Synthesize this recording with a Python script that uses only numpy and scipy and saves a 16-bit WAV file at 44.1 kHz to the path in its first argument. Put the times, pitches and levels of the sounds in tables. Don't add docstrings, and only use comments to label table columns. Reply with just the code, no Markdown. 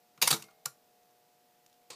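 import sys
import numpy as np
from scipy import signal
from scipy.fft import rfft, irfft, next_fast_len
from scipy.io import wavfile
from scipy.ndimage import uniform_filter1d, map_coordinates

SR = 44100
rng = np.random.default_rng(int(sys.argv[2]) if len(sys.argv) > 2 else 0)


def undo_db(level):
    steps = np.asarray(level, float) / 20
    return 10 ** steps


def generate_wav(signal):
    frames = np.transpose(np.atleast_2d(signal))
    scaled = np.clip(frames, -1, 1) * 32767
    pcm = np.round(scaled).astype(np.int16)
    wavfile.write(sys.argv[1], SR, pcm)


N = 85995


def unit(x):
    return x / np.sqrt(np.mean(x ** 2) + 1e-20)


def along(points, hz):
    f, value = np.transpose(points)
    return np.interp(np.log(hz + 1), np.log(f + 1), value)


def filtered(x, response):
    size = next_fast_len(len(x) + SR // 4)
    spectrum = rfft(x, size) * response(np.fft.rfftfreq(size, 1 / SR))
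    return irfft(spectrum, size)[:len(x)]


def wobble(rate_hz):
    knots = rng.standard_normal(int(N * rate_hz / SR) + 4)
    return map_coordinates(knots, [np.arange(N) * rate_hz / SR])


def sines(tones):
    t = np.arange(N) / SR
    return sum(undo_db(db) * np.sqrt(2) * np.sin(2 * np.pi * hz * t) for hz, db in tones)


def resonances(peaks):
    sharpest_q, damped_hz = 24, 5000

    def response(f):
        total = 0
        for k, (hz, width, db) in enumerate(peaks):
            width = max(width, hz / sharpest_q * (1 + hz / damped_hz))
            peak = 1j * f * width / (hz * hz - f * f + 1j * f * width)
            total = total + (-1) ** k * undo_db(db) * peak
        return total
    return response


# pitch_hz, level_db (per Hz)
BARE_CLICK = [(300, -33), (700, -21), (1500, -8), (4500, -0.5), (9000, -8), (13000, -5), (15500, -6)]


def contact_voice(ring, slope_db):
    ringing, bare_db = resonances(ring), -5
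    tilt_db = np.clip(slope_db, -3, 3)

    def voice(f):
        colour = ringing(f) + undo_db(bare_db + along(BARE_CLICK, f))
        return colour * undo_db(tilt_db * np.log2((f + 200) / 4000))
    return voice


def contact(t60_s, voice):
    rise_s, spiky_db, blow_s, blow_size = .00025, 2.5, .00008, 4
    even_s, even = .0015, .8
    t, band_hz = np.arange(SR // 5) / SR, np.arange(SR // 2)

    def smooth(power):
        return np.abs(uniform_filter1d(power, size=round(even_s * SR))) + 1e-12

    grit = rng.standard_normal(len(t)) * undo_db(spiky_db * rng.exponential(size=len(t)))
    shape = (1 - np.exp(-t / rise_s)) * undo_db(-60 * t / t60_s)
    chatter = filtered(unit(grit) * shape, voice)
    one_tap = filtered(1. * (t == t[1]), voice)
    mean_power = signal.fftconvolve(shape ** 2, one_tap ** 2)[:len(t)]
    chatter = chatter * (smooth(mean_power) / smooth(chatter ** 2)) ** (even / 2)
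    blow = filtered(blow_size * t / blow_s * np.exp(-t / blow_s), voice)
    return (chatter + blow) / np.sqrt(np.mean(np.abs(voice(band_hz)) ** 2))


def part(contacts, ring):
    out = np.zeros(N + SR)
    for start_s, db, t60_s, slope_db in contacts:
        sound = contact(t60_s, contact_voice(ring, slope_db))
        out[round(start_s * SR):][:len(sound)] += undo_db(db) * sound
    return out[:N]


# multiple of 120 Hz, level_db (rms)
LAMP_HUM = [(2, -96), (3, -91.5), (4, -79.5), (5, -84), (6, -72.5), (7, -85), (8, -92), (16, -94.5)]


def lamp_hum():
    t, hum_hz, sway_db = np.arange(N) / SR, 120, 1
    out = np.zeros(N)
    for multiple, db in LAMP_HUM:
        wave = np.sin(2 * np.pi * (round(multiple) * hum_hz * t + rng.random()))
        out += undo_db(db + sway_db * wobble(4.8)) * np.sqrt(2) * wave
    return out


# pitch_hz, level_db (rms)
WHINE_TONES = [(2519, -95.5), (4990, -97), (11493, -102.5), (12430, -101), (13787, -103)]


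def whine():
    return sines(WHINE_TONES)


# pitch_hz, level_db (per Hz)
HISS_COLOUR = [(100, -6), (220, -1.5), (700, -6), (2000, -11), (5000, -11), (10000, -15.5), (12500, -12.5),
               (15300, -10.5)]


def hiss():
    noise = rng.standard_normal(N)
    return undo_db(-69) * unit(filtered(noise, lambda f: undo_db(along(HISS_COLOUR, f))))


# start_s, level_db, t60_s (time to fade 60 dB), brightness_db (per octave)
TICK_CONTACTS = [
    (.1765, -54, .02, 0),
    (1.6630, -51, .014, 1),
    (1.6975, -62, .015, 0),
    (1.7280, -58, .015, 1),
    (1.7420, -64, .02, 0),
]
# pitch_hz, width_hz, level_db
TICK_MODES = [(2500, 800, -5), (4300, 1000, 3), (6000, 1500, -1), (8500, 2500, -2)]


def ticks():
    return part(TICK_CONTACTS, TICK_MODES)


# start_s, level_db, t60_s, brightness_db (per octave)
KNOCK_CONTACTS = [
    (.1775, -60, .09, -1),
    (.4290, -57, .07, -2),
    (.4845, -58, .07, -2),
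    (.511, -64, .05, -2),
]
# pitch_hz, width_hz, level_db
KNOCK_MODES = [(500, 120, 3.7), (960, 120, 9.6), (1150, 70, 20), (1400, 130, 16), (2400, 300, 8),
               (4500, 900, 3.9)]


def knocks():
    return part(KNOCK_CONTACTS, KNOCK_MODES)


# start_s, level_db, upper_db (upper modes over the lowest two)
SHELL_PUSHES = [(0.178, -68, 0.5), (0.216, -59, 3.5), (0.225, -55, 3.5), (0.242, -53, 1),
                (0.261, -58.5, -1), (0.282, -60, 0), (0.305, -51.5, 0.5), (0.312, -47.5, -8),
                (0.319, -44.5, -9), (0.325, -52, 5.5), (0.337, -54.5, 12.5), (.352, -63.5, 2.5),
                (0.391, -61.5, -8), (.422, -71.5, 5.5), (0.66, -56.5, -14.5), (1.899, -69, -8),
                (1.901, -73, 2.5)]
# pitch_hz, width_hz, level_db
SHELL_MODES = [(124.75, 14, -27), (143, 29, -7.5), (210, 15, -4), (334, 7, -3.5), (412, 10, -10.5),
               (441, 9, -8), (598, 10, -12)]


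def shell():
    t, push_s = np.arange(N) / SR, .001
    low_push, upper_push = np.zeros(N), np.zeros(N)
    for start_s, db, upper_db in SHELL_PUSHES:
        push = np.maximum(t - start_s, 0) / push_s * np.exp(-np.abs(t - start_s) / push_s)
        low_push += undo_db(db + 37.5) * push
        upper_push += undo_db(db + upper_db + 37.5) * push
    lowest = filtered(low_push, resonances(SHELL_MODES[:2]))
    return lowest + filtered(upper_push, resonances(SHELL_MODES[2:]))


# start_s, level_db, t60_s, brightness_db (per octave)
MIRROR_UP_CONTACTS = [(.2146, -44, .05, 0), (.2154, -33, .05, 0), (.2165, -21, .045, 1),
                      (.2215, -26, .06, 0), (.2240, -15, .025, 1), (.2268, -21, .025, -1),
                      (.2290, -20, .015, 0), (.2312, -23, .06, -1), (.2415, -28, .035, 0),
                      (.2470, -37, .1, -1), (.2535, -31, .03, 0), (.2590, -36, .15, -1),
                      (.2680, -36, .1, -1)]
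# pitch_hz, width_hz, level_db
MIRROR_UP_MODES = [(496, 66, -4.5), (742, 160, 0), (1110, 370, -5.5), (2629, 330, 5.5), (3780, 83, 3.5),
                   (4620, 200, 7.5), (6560, 167, 2.5), (8975, 240, 0.5), (12200, 1500, -5.5)]


def mirror_up():
    return part(MIRROR_UP_CONTACTS, MIRROR_UP_MODES)


# start_s, pitch_hz, level_db, t60_s
PING_TONES = [(.2165, 755, -35, .04), (.2240, 783, -28, 0.032), (0.222, 2375, -27, 0.039),
              (0.226, 1073, -35, 0.061), (.2240, 506, -41.5, 0.037), (.2765, 972, -29.5, 0.032),
              (0.2767, 5170, -24, .02), (0.308, 313, -33, 0.037), (0.3121, 4540, -22.5, 0.051),
              (0.327, 3750, -26.5, 0.074), (.3275, 2370, -38.5, 0.034), (.345, 441, -44.5, 0.2),
              (0.347, 334, -61.5, 0.32), (.345, 949.5, -52, .22), (.345, 1400, -48, 0.094),
              (0.346, 598, -55, .2), (0.6582, 858, -46.5, 0.027), (0.6581, 1140, -31.5, 0.03),
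              (0.663, 1402, -43.5, 0.092), (.675, 450, -57.5, 0.075), (1.902, 210, -59, 0.091)]


def pings():
    out, rise_s = np.zeros(N), 0.00072
    for start_s, hz, db, t60_s in PING_TONES:
        t = np.maximum(np.arange(N) / SR - start_s, 0)
        fade = undo_db(db - 60 * t / t60_s) * (1 - np.exp(-t / rise_s))
        out += fade * np.sin(2 * np.pi * hz * t)
    return out


# start_s, level_db, t60_s, brightness_db (per octave)
CURTAIN_CONTACTS = [
    (.2742, -18, 0.049, 0),
    (.2758, -20.5, 0.027, 0),
    (.2775, -9.5, 0.0077, 1),
    (.2800, -27.5, 0.036, -1),
    (.2850, -30, .06, 0),
    (.2915, -34, 0.083, -1),
]
# pitch_hz, width_hz, level_db
CURTAIN_MODES = [(1030, 110, -3.5), (1450, 110, -4.5), (2126, 280, -12.5), (2440, 200, -4),
                 (4700, 400, -6.5), (5670, 450, 3), (7000, 600, -8), (9200, 800, 0), (11400, 1200, -12.5)]


def curtain():
    return part(CURTAIN_CONTACTS, CURTAIN_MODES)


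# start_s, level_db, t60_s, brightness_db (per octave)
MIRROR_DOWN_CONTACTS = [
    (.3045, -22, .045, 0),
    (.3072, -22, .045, 1),
    (.3118, -14, .015, 1),
    (.3133, -19, .03, 0),
    (.3205, -30, .07, -1),
]
# pitch_hz, width_hz, level_db
MIRROR_DOWN_MODES = [(419, 120, -12.5), (820, 300, -5.5), (1209, 230, -6.5), (2390.5, 240, -1.5),
                     (3010, 1100, -7), (4670, 250, 6), (6505, 400, -6), (7200, 660, -1), (8740, 400, -1.5),
                     (12240, 730, -3.5)]


def mirror_down():
    return part(MIRROR_DOWN_CONTACTS, MIRROR_DOWN_MODES)


# start_s, level_db, t60_s, brightness_db (per octave)
REBOUND_CONTACTS = [
    (.3270, -22, 0.043, -1.4),
    (.3310, -28, .05, -1),
    (.3362, -28, 0.061, -0.46),
]
# pitch_hz, width_hz, level_db
REBOUND_MODES = [(473, 76, -9.5), (797, 89.2, -6.5), (1300, 250, -3.5), (2260, 100, 0.5), (3750, 200, 2),
                 (4607, 350, 2), (5860, 500, -5), (7197, 540, 3.5), (9196, 900, -7.5)]


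def rebound():
    return part(REBOUND_CONTACTS, REBOUND_MODES)


# start_s, level_db, t60_s, brightness_db (per octave)
MIRROR_RATTLE = [
    (0.341, -35.5, 0.11, 0),
    (.362, -41.5, 0.086, 0.016),
    (.395, -52.5, 0.27, 0),
]
CATCH_RATTLE_CONTACTS = [
    (0.6663, -41.5, 0.038, 0.8),
    (.678, -52, 0.067, 1),
]
FAINT_TICK_CONTACTS = [(.843, -70, .02, 3), (1.032, -66, .015, 3), (1.056, -69, .02, 3),
                       (1.108, -68, .02, 3), (1.642, -67, .015, 3)]
# pitch_hz, width_hz, level_db
RATTLE_MODES = [(890, 300, 4), (1500, 400, 3), (2300, 380, -3), (4550, 500, 0.5), (5830, 890, 1),
                (8416, 1800, -1.5), (11500, 2500, -6.5)]


def loose_parts():
    return part(MIRROR_RATTLE + CATCH_RATTLE_CONTACTS + FAINT_TICK_CONTACTS, RATTLE_MODES)


# start_s, level_db, t60_s, brightness_db (per octave)
SETTLE_CONTACTS = [
    (.4215, -51, 0.04, 0),
    (.4236, -39, 0.023, 0.83),
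    (.4395, -51.5, 0.039, 0.053),
    (.5080, -65.5, 0.049, 1),
]
# pitch_hz, width_hz, level_db
SETTLE_MODES = [(2770, 670, 6), (4540, 280, 11), (6440, 1100, 4.5), (8640, 470, 7.5), (12100, 1500, -8)]


def settle():
    return part(SETTLE_CONTACTS, SETTLE_MODES)


SPRING_PITCHES = [436, 640, 788, 2140]
# level_db, t60_s
SPRING_FADES = [(-72.5, 3.2), (-71.5, 3.1), (-71.5, 2.2), (-66.5, 0.46)]


def springs():
    t = np.maximum(np.arange(N) / SR - 0.44, 0)
    out = np.zeros(N)
    for hz, (db, t60_s) in zip(SPRING_PITCHES, SPRING_FADES):
        out += undo_db(db - 60 * t / t60_s + 1.6 * wobble(4.8)) * np.sin(2 * np.pi * hz * t)
    return out


# start_s, level_db, t60_s, brightness_db (per octave)
CATCH_CONTACTS = [
    (.6548, -43, 0.027, 0.97),
    (.6562, -33.5, 0.032, 0.081),
    (.6578, -19.5, 0.012, 1),
    (.6605, -30, .014, 0),
]
# pitch_hz, width_hz, level_db
CATCH_MODES = [(511, 20, -13.5), (900, 88, 0), (1140, 45, 2.5), (1400, 40, -2), (2080, 150, 2),
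               (4380, 330, 7.5), (5600, 400, 0), (7140, 360, 5), (9040, 900, 2.5), (12170, 1400, 1)]


def catch():
    return part(CATCH_CONTACTS, CATCH_MODES)


# start_s, level_db, t60_s, brightness_db (per octave)
LEVER_CONTACTS = [(1.9018, -45, .05, -1), (1.9032, -43.5, 0.065, -0.99), (1.9055, -41, 0.021, -1.9),
                  (1.909, -49, 0.061, -1.9), (1.9135, -52.5, 0.03, -0.6), (1.9163, -49, 0.052, -2.1),
                  (1.921, -52.5, 0.094, -2.2), (1.929, -50.5, .2, -2.9)]
# pitch_hz, width_hz, level_db
LEVER_MODES = [(450, 310, -0.5), (1110, 180, 3.5), (2384, 790, -1), (3680, 360, 7), (4490, 300, 10),
               (5840, 500, 5), (6770, 600, 6), (8370, 590, 6), (11600, 2200, -15.5)]


def lever():
    return part(LEVER_CONTACTS, LEVER_MODES)


# pitch_hz, t60_s
ROOM_FADES = [(100, .35), (350, .32), (800, .2), (4000, .19), (12000, .19)]


def room(x):
    hz, t, grains = signal.stft(rng.standard_normal(SR // 2), SR, nperseg=256)
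    fade = undo_db(-60 * t / along(ROOM_FADES, hz)[:, None])
    tail = signal.istft(grains * fade, SR, nperseg=256)[1]
    delayed = np.pad(x, (round(.004 * SR), 0))
    return undo_db(-14.5) * signal.fftconvolve(delayed, tail / np.linalg.norm(tail))[:N]


def scene():
    background = lamp_hum() + whine() + hiss()
    camera = ticks() + knocks() + shell() + mirror_up() + pings() + curtain() + mirror_down()
    camera = camera + rebound() + loose_parts() + settle() + springs() + catch() + lever()
    return (camera + room(camera) + background)[None]


def low_pass(x):
    return signal.sosfilt(signal.butter(12, 16290, fs=SR, output="sos"), x)


def record(dry):
    bass_cut = signal.butter(N=6, Wn=108, btype="high", fs=SR, output="sos")
    noise, drift_hz = rng.standard_normal(N), 18
    drift = undo_db(-101) * unit(filtered(noise, lambda f: 1 / (1 + (f / drift_hz) ** 2)))

    def edge(f, top_hz, width_hz):
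        return (1 - np.tanh((f - top_hz) / width_hz / 2)) / 2

    def treble_limit(f):
        return edge(f, 15330, 25) + undo_db(-38) * edge(f, 16400, 100)

    mix = filtered(signal.sosfilt(bass_cut, dry[0]) + drift, treble_limit)
    return low_pass(mix[None])


dry = scene()
out = record(dry)
generate_wav(out)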